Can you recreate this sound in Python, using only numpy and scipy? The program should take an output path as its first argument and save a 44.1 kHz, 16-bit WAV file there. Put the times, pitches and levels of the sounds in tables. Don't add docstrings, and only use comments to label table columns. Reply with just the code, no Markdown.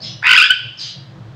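import sys
import numpy as np
from scipy import signal
from scipy.fft import rfft, irfft
from scipy.io import wavfile
from scipy.ndimage import uniform_filter1d

SR = 44100
rng = np.random.default_rng(int(sys.argv[2]) if len(sys.argv) > 2 else 0)


def volts(x):
    e = np.asarray(x, float) / 20
    return 10 ** e


def transcribe(signal):
    frames = np.atleast_2d(signal).T
    limited = np.clip(frames, -1, 1)
    pcm = np.round(limited * 32767).astype(np.int16)
    wavfile.write(sys.argv[1], SR, pcm)


N = 59535

# f/Hz, level/dB per Hz
AIR_SPECTRUM = [(20, -11.5), (100, -18), (250, -23), (800, -25.5), (1700, -25.5), (2500, -32),
                (3400, -30.5), (12000, -54.5)]
# t/s, level change/dB
AIR_SWELL = [
    (0, -0.5),
    (.2, 1.5),
    (.9, -3.5),
    (1.1, -2),
    (1.17, 6),
    (1.35, 3),
]
# f/Hz, width/Hz, level/dB
ROOM_MODES = [(112.7, 7.1, 2), (135, 11.2, 1.5), (180.5, 11, -6), (230, 7.4, -17.5), (326, 16, -12),
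              (509, 6.6, -21.5), (602, 270, -11.5)]
# t/s, level/dB
RUMBLE = [(0.0, -30.5), (0.074, -33), (0.398, -49.5), (0.586, -50.5), (0.66, -38), (0.74, -48.5),
          (0.842, -41), (0.894, -48), (0.98, -37.5), (1.078, -40.5), (1.194, -33.5), (1.24, -43),
          (1.282, -37), (1.35, -37)]
AIR_DB, SWELL_TOP_HZ = -48.5, 1490

# t/s, f/Hz, level/dB
CHIRPS = [
    [(.004, 4470, -28), (.013, 4950, -35.5), (.021, 5140, -22.5), (.04, 5380, -42), (.05, 5200, -63)],
    [(.02, 4217, -26), (.032, 3840, -34.5), (.043, 3394, -25), (.055, 2635, -50.5), (.07, 3330, -39),
     (.086, 4110, -37), (.096, 4200, -77)],
    [(.07, 2685, -40.5), (.085, 3000, -37.5), (.1, 2917, -53), (.11, 3060, -47)],
    [(.77, 5080, -63), (.775, 5158, -28.5), (.785, 5162, -37), (.791, 4880, -22.5), (.815, 4580, -34),
     (.84, 4715, -37), (.85, 4550, -71.5)],
    [(.772, 3150, -60), (.78, 3123, -55), (.8, 3124, -41), (.82, 3400, -56)],
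    [(.795, 4280, -24.5), (.81, 3500, -31), (.825, 3097, -38), (.855, 2920, -35), (.872, 4000, -31),
     (.886, 4060, -39), (.896, 4900, -35)],
]
CHIRP_OCTAVE_DB = [-38.5, -9, 0.5, -27, 7, -3]
CHIRP_SHAKE = [0.012, .03, 0.0033, 0.031, 0.028, 0.0296]
CHIRP_RASP, FAR_TOP_HZ = 0.33, 6390
FAR_DRY_DB, FAR_DECAY_FACTOR = -8, 0.63

# f/Hz, t60/s
ROOM_DECAY = [(500, 0.26), (1500, 0.47), (3000, 0.7), (5000, 0.68), (8000, 0.32)]
# t/s, level/dB
ECHOES = [(.004, -12), (.009, -17), (.0145, -13.5), (.022, -16.5), (.031, -24.5)]
ROOM_DB = -9

# trough t/s, trough f/Hz, crest t/s, crest f/Hz
BEATS = [(.227, 680, .233, 900), (.2345, 750, .240, 1250), (.244, 780, .249, 1280), (.252, 850, .258, 1320),
         (.262, 930, .272, 1400), (.275, 900, .283, 1480), (.287, 930, .297, 1550), (.305, 970, .313, 1530),
         (.323, 1000, .332, 1540), (.341, 950, .370, 1680), (.382, 1250, .391, 1430),
         (.406, 1190, .430, 1560), (.438, 1300, .447, 1720), (.456, 1180, .466, 1740)]
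BEAT_DB = [-8.5, -19, -7, -10.5, -6.5, -9.5, -9, -7, -5.5, -9, -6.5, -8.5, -10, -13.5]
# t/s, half length/s, level change/dB
CATCHES = [(0.2668, 0.00085, -12), (0.323, 0.0034, -17), (0.3711, 0.0024, -18.5), (0.3826, 0.0014, -3.5),
           (0.4242, .002, -12), (0.434, 0.0027, -22), (0.455, 0.00067, -3), (0.253, 0.0017, 0.5),
           (.268, 0.0027, 3), (0.325, .002, 1), (0.337, 0.0009, 2.5), (0.376, 0.0025, 4.5),
           (0.393, 0.0022, 2), (.425, 0.00079, 11.5), (.438, 0.0011, -0.5), (0.45, 0.0024, 3.5)]
SQUAWK_TONES_DB = [-2, 2.5, -6.5, -8, -8, -4.5]
# f/Hz, width/Hz, level/dB
THROAT = [(1008, 250, -9.5), (1451, 261, -0.5), (1970, 728, -1), (2596, 369, 1), (3521, 1100, -1),
          (4886, 550, -1), (6670, 2400, -16.5)]
SQUAWK_END_S, END_HZ, END_DB = 0.49, 1620, -34
DIP_EARLY_DB, DIP_LATE_DB, DIP_FADE_S = -13, -2, 0.032
WARM_DB, WARM_S = -11, 0.027
LEAD_S, RING_LAG_S = 0.0019, 0.0016
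FLUTTER_DB, JITTER = 2, 0.017
RASP, LATE_RASP, RASP_FROM_S = 0.11, 2.2, 0.43
DULL_FROM = 0.26
GAP_HZ, GAP_WIDTH_HZ, GAP_SHARE = 4150, 600, 0.75

# t/s, f/Hz, level/dB, tilt per harmonic/dB
PIPE = [
    (0.493, 1400, -51.5, -30.5),
    (.497, 1431, -10.5, -26.5),
    (0.501, 1479, -5.5, -24),
    (0.506, 1495, -6.5, 1),
    (0.514, 1536, -22, 7.5),
    (.521, 1592, -6.5, -9.5),
    (0.526, 1560, -61.5, -24.5),
]
PIPE_TONES_DB = [-0.5, 7, -18, -19, -17, -43]

MIC_LOW_HZ, MIC_TOP_HZ, CEILING, DRIVE_DB, HISS_LEVEL_DB = 45, 7220, 1, 0.5, -78


def evened(x):
    return x / np.sqrt(np.mean(x ** 2) + 1e-20)


def slow_noise(width):
    return evened(uniform_filter1d(rng.standard_normal(N), width))


def read(points, hz):
    f, value = np.transpose(points)
    return np.interp(np.log(hz + 1), np.log(f + 1), value)


def resonate_twice(x, hz, width):
    pole_pair = signal.iirpeak(hz, hz / width, SR)
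    return signal.lfilter(*pole_pair, signal.lfilter(*pole_pair, x))


def background():
    hz, t = np.fft.rfftfreq(N, 1 / SR), np.arange(N) / SR
    air = evened(irfft(rfft(rng.standard_normal(N)) * volts(read(AIR_SPECTRUM, hz)), N))
    low = signal.sosfilt(signal.butter(2, SWELL_TOP_HZ, fs=SR, output="sos"), air)
    air = air + (volts(np.interp(t, *np.transpose(AIR_SWELL))) - 1) * low
    boom = np.zeros(N)
    for f, width, db in ROOM_MODES:
        boom += volts(db) * evened(resonate_twice(rng.standard_normal(N), f, width * 1.3))
    return volts(AIR_DB) * air + volts(np.interp(t, *np.transpose(RUMBLE))) * evened(boom)


def chirps():
    t, out = np.arange(N) / SR, np.zeros(N)
    for points, octave_db, shake in zip(CHIRPS, CHIRP_OCTAVE_DB, CHIRP_SHAKE):
        s, hz, db = np.transpose(points)
        wobble = 1 + shake * slow_noise(120)
        phase = 2 * np.pi * np.cumsum(np.interp(t, s, hz) * wobble) / SR
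        fizz = 1 + CHIRP_RASP * np.sqrt(shake / 0.022) * slow_noise(14)
        whistle = np.sin(phase) + volts(octave_db) * np.sin(2 * phase)
        out += fizz * volts(np.interp(t, s, db, -200, -200)) * whistle
    return signal.sosfilt(signal.butter(6, FAR_TOP_HZ, fs=SR, output="sos"), out)


def room(x, decay_factor, rise_s):
    taps = np.zeros(SR)
    at = np.arange(40, SR - 20, 20)
    taps[at + rng.integers(0, 20, len(at))] = rng.choice([-1., 1.], len(at))
    hz, t, z = signal.stft(taps, SR, nperseg=256)
    t60 = decay_factor * read(ROOM_DECAY, hz)[:, None]
    tail = signal.istft(z * volts(-60 * t / t60), SR, nperseg=256)[1]
    tail = tail * (1 - np.exp(-np.arange(len(tail)) / SR / rise_s))
    return signal.fftconvolve(x, tail / np.linalg.norm(tail))[:N]


def glide(t, times, values):
    place = np.interp(t, times, np.arange(len(times)))
    whole = np.minimum(place.astype(int), len(times) - 2)
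    ease = 0.5 - 0.5 * np.cos(np.pi * (place - whole))
    return values[whole] + ease * (values[whole + 1] - values[whole])


def voice(hz, level_db, tones_db, tilt_db, rasp):
    shake = slow_noise(60)
    phase = 2 * np.pi * np.cumsum(hz * (1 + JITTER * rasp / RASP * shake)) / SR
    folds = np.zeros(N)
    for k, db in enumerate(tones_db):
        folds += volts(db + tilt_db * abs(k - DULL_FROM)) * np.cos((k + 1) * phase)
    breath = rasp * (1 + np.cos(phase)) * rng.standard_normal(N)
    source = (folds + breath) * volts(level_db)
    out = np.zeros(N)
    for k, (f, width, db) in enumerate(THROAT):
        out += (-1) ** k * volts(db) * resonate_twice(source, f, width * 1.31)
    return out


def squawk():
    heard = np.arange(N) / SR
    t = heard + RING_LAG_S
    low_s, low_hz, top_s, top_hz = np.transpose(BEATS)
    times = np.append(np.ravel([low_s, top_s], "F"), SQUAWK_END_S)
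    hz = glide(t, times, np.append(np.ravel([low_hz, top_hz], "F"), END_HZ))
    dip = DIP_LATE_DB + (DIP_EARLY_DB - DIP_LATE_DB) * np.exp(-(low_s - low_s[0]) / DIP_FADE_S)
    effort = np.append(np.ravel([BEAT_DB + dip, BEAT_DB], "F"), END_DB)
    level = glide(t + LEAD_S, times, effort)
    for s, half, db in CATCHES:
        level = level + db * np.exp(-((heard - s) / half) ** 2)
    level = level + FLUTTER_DB * evened(uniform_filter1d(slow_noise(90), 90))
    sounding = (t + LEAD_S > times[0]) & (t < times[-1])
    dull = WARM_DB * np.exp(-np.maximum(t - times[0], 0) / WARM_S)
    rasp = RASP * np.where(t > RASP_FROM_S, LATE_RASP, 1)
    call = voice(hz, np.where(sounding, level, -200), SQUAWK_TONES_DB, dull, rasp)
    gap = signal.lfilter(*signal.iirpeak(GAP_HZ, GAP_HZ / GAP_WIDTH_HZ, SR), call)
    return call - GAP_SHARE * gap


def echoes(x):
    out = np.zeros(N)
    for k, (s, db) in enumerate(ECHOES):
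        out += (-1) ** k * volts(db) * np.roll(x, round(s * SR))
    return out


def pipe():
    t = np.arange(N) / SR
    s, hz, db, tilt = np.transpose(PIPE)
    level = np.interp(t, s, db, -200, -200)
    return voice(np.interp(t, s, hz), level, PIPE_TONES_DB, np.interp(t, s, tilt), 0.056)


def scene():
    near, far = squawk() + pipe(), chirps()
    parrot = near + echoes(near) + volts(ROOM_DB) * room(near, 0.98, 0.0033)
    far_bird = volts(FAR_DRY_DB) * far + room(far, FAR_DECAY_FACTOR, 0.015)
    return (parrot + far_bird + background())[None]


def top_cut(x):
    return signal.sosfilt(signal.butter(12, 15700, fs=SR, output="sos"), x)


def record(dry):
    band = signal.butter(4, [MIC_LOW_HZ, MIC_TOP_HZ], "band", fs=SR, output="sos")
    clipped = np.clip(volts(DRIVE_DB) * signal.sosfilt(band, dry), -CEILING, CEILING)
    mix = clipped + volts(HISS_LEVEL_DB) * rng.standard_normal(dry.shape)
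    return top_cut(mix)


dry = scene()
out = record(dry)
transcribe(out)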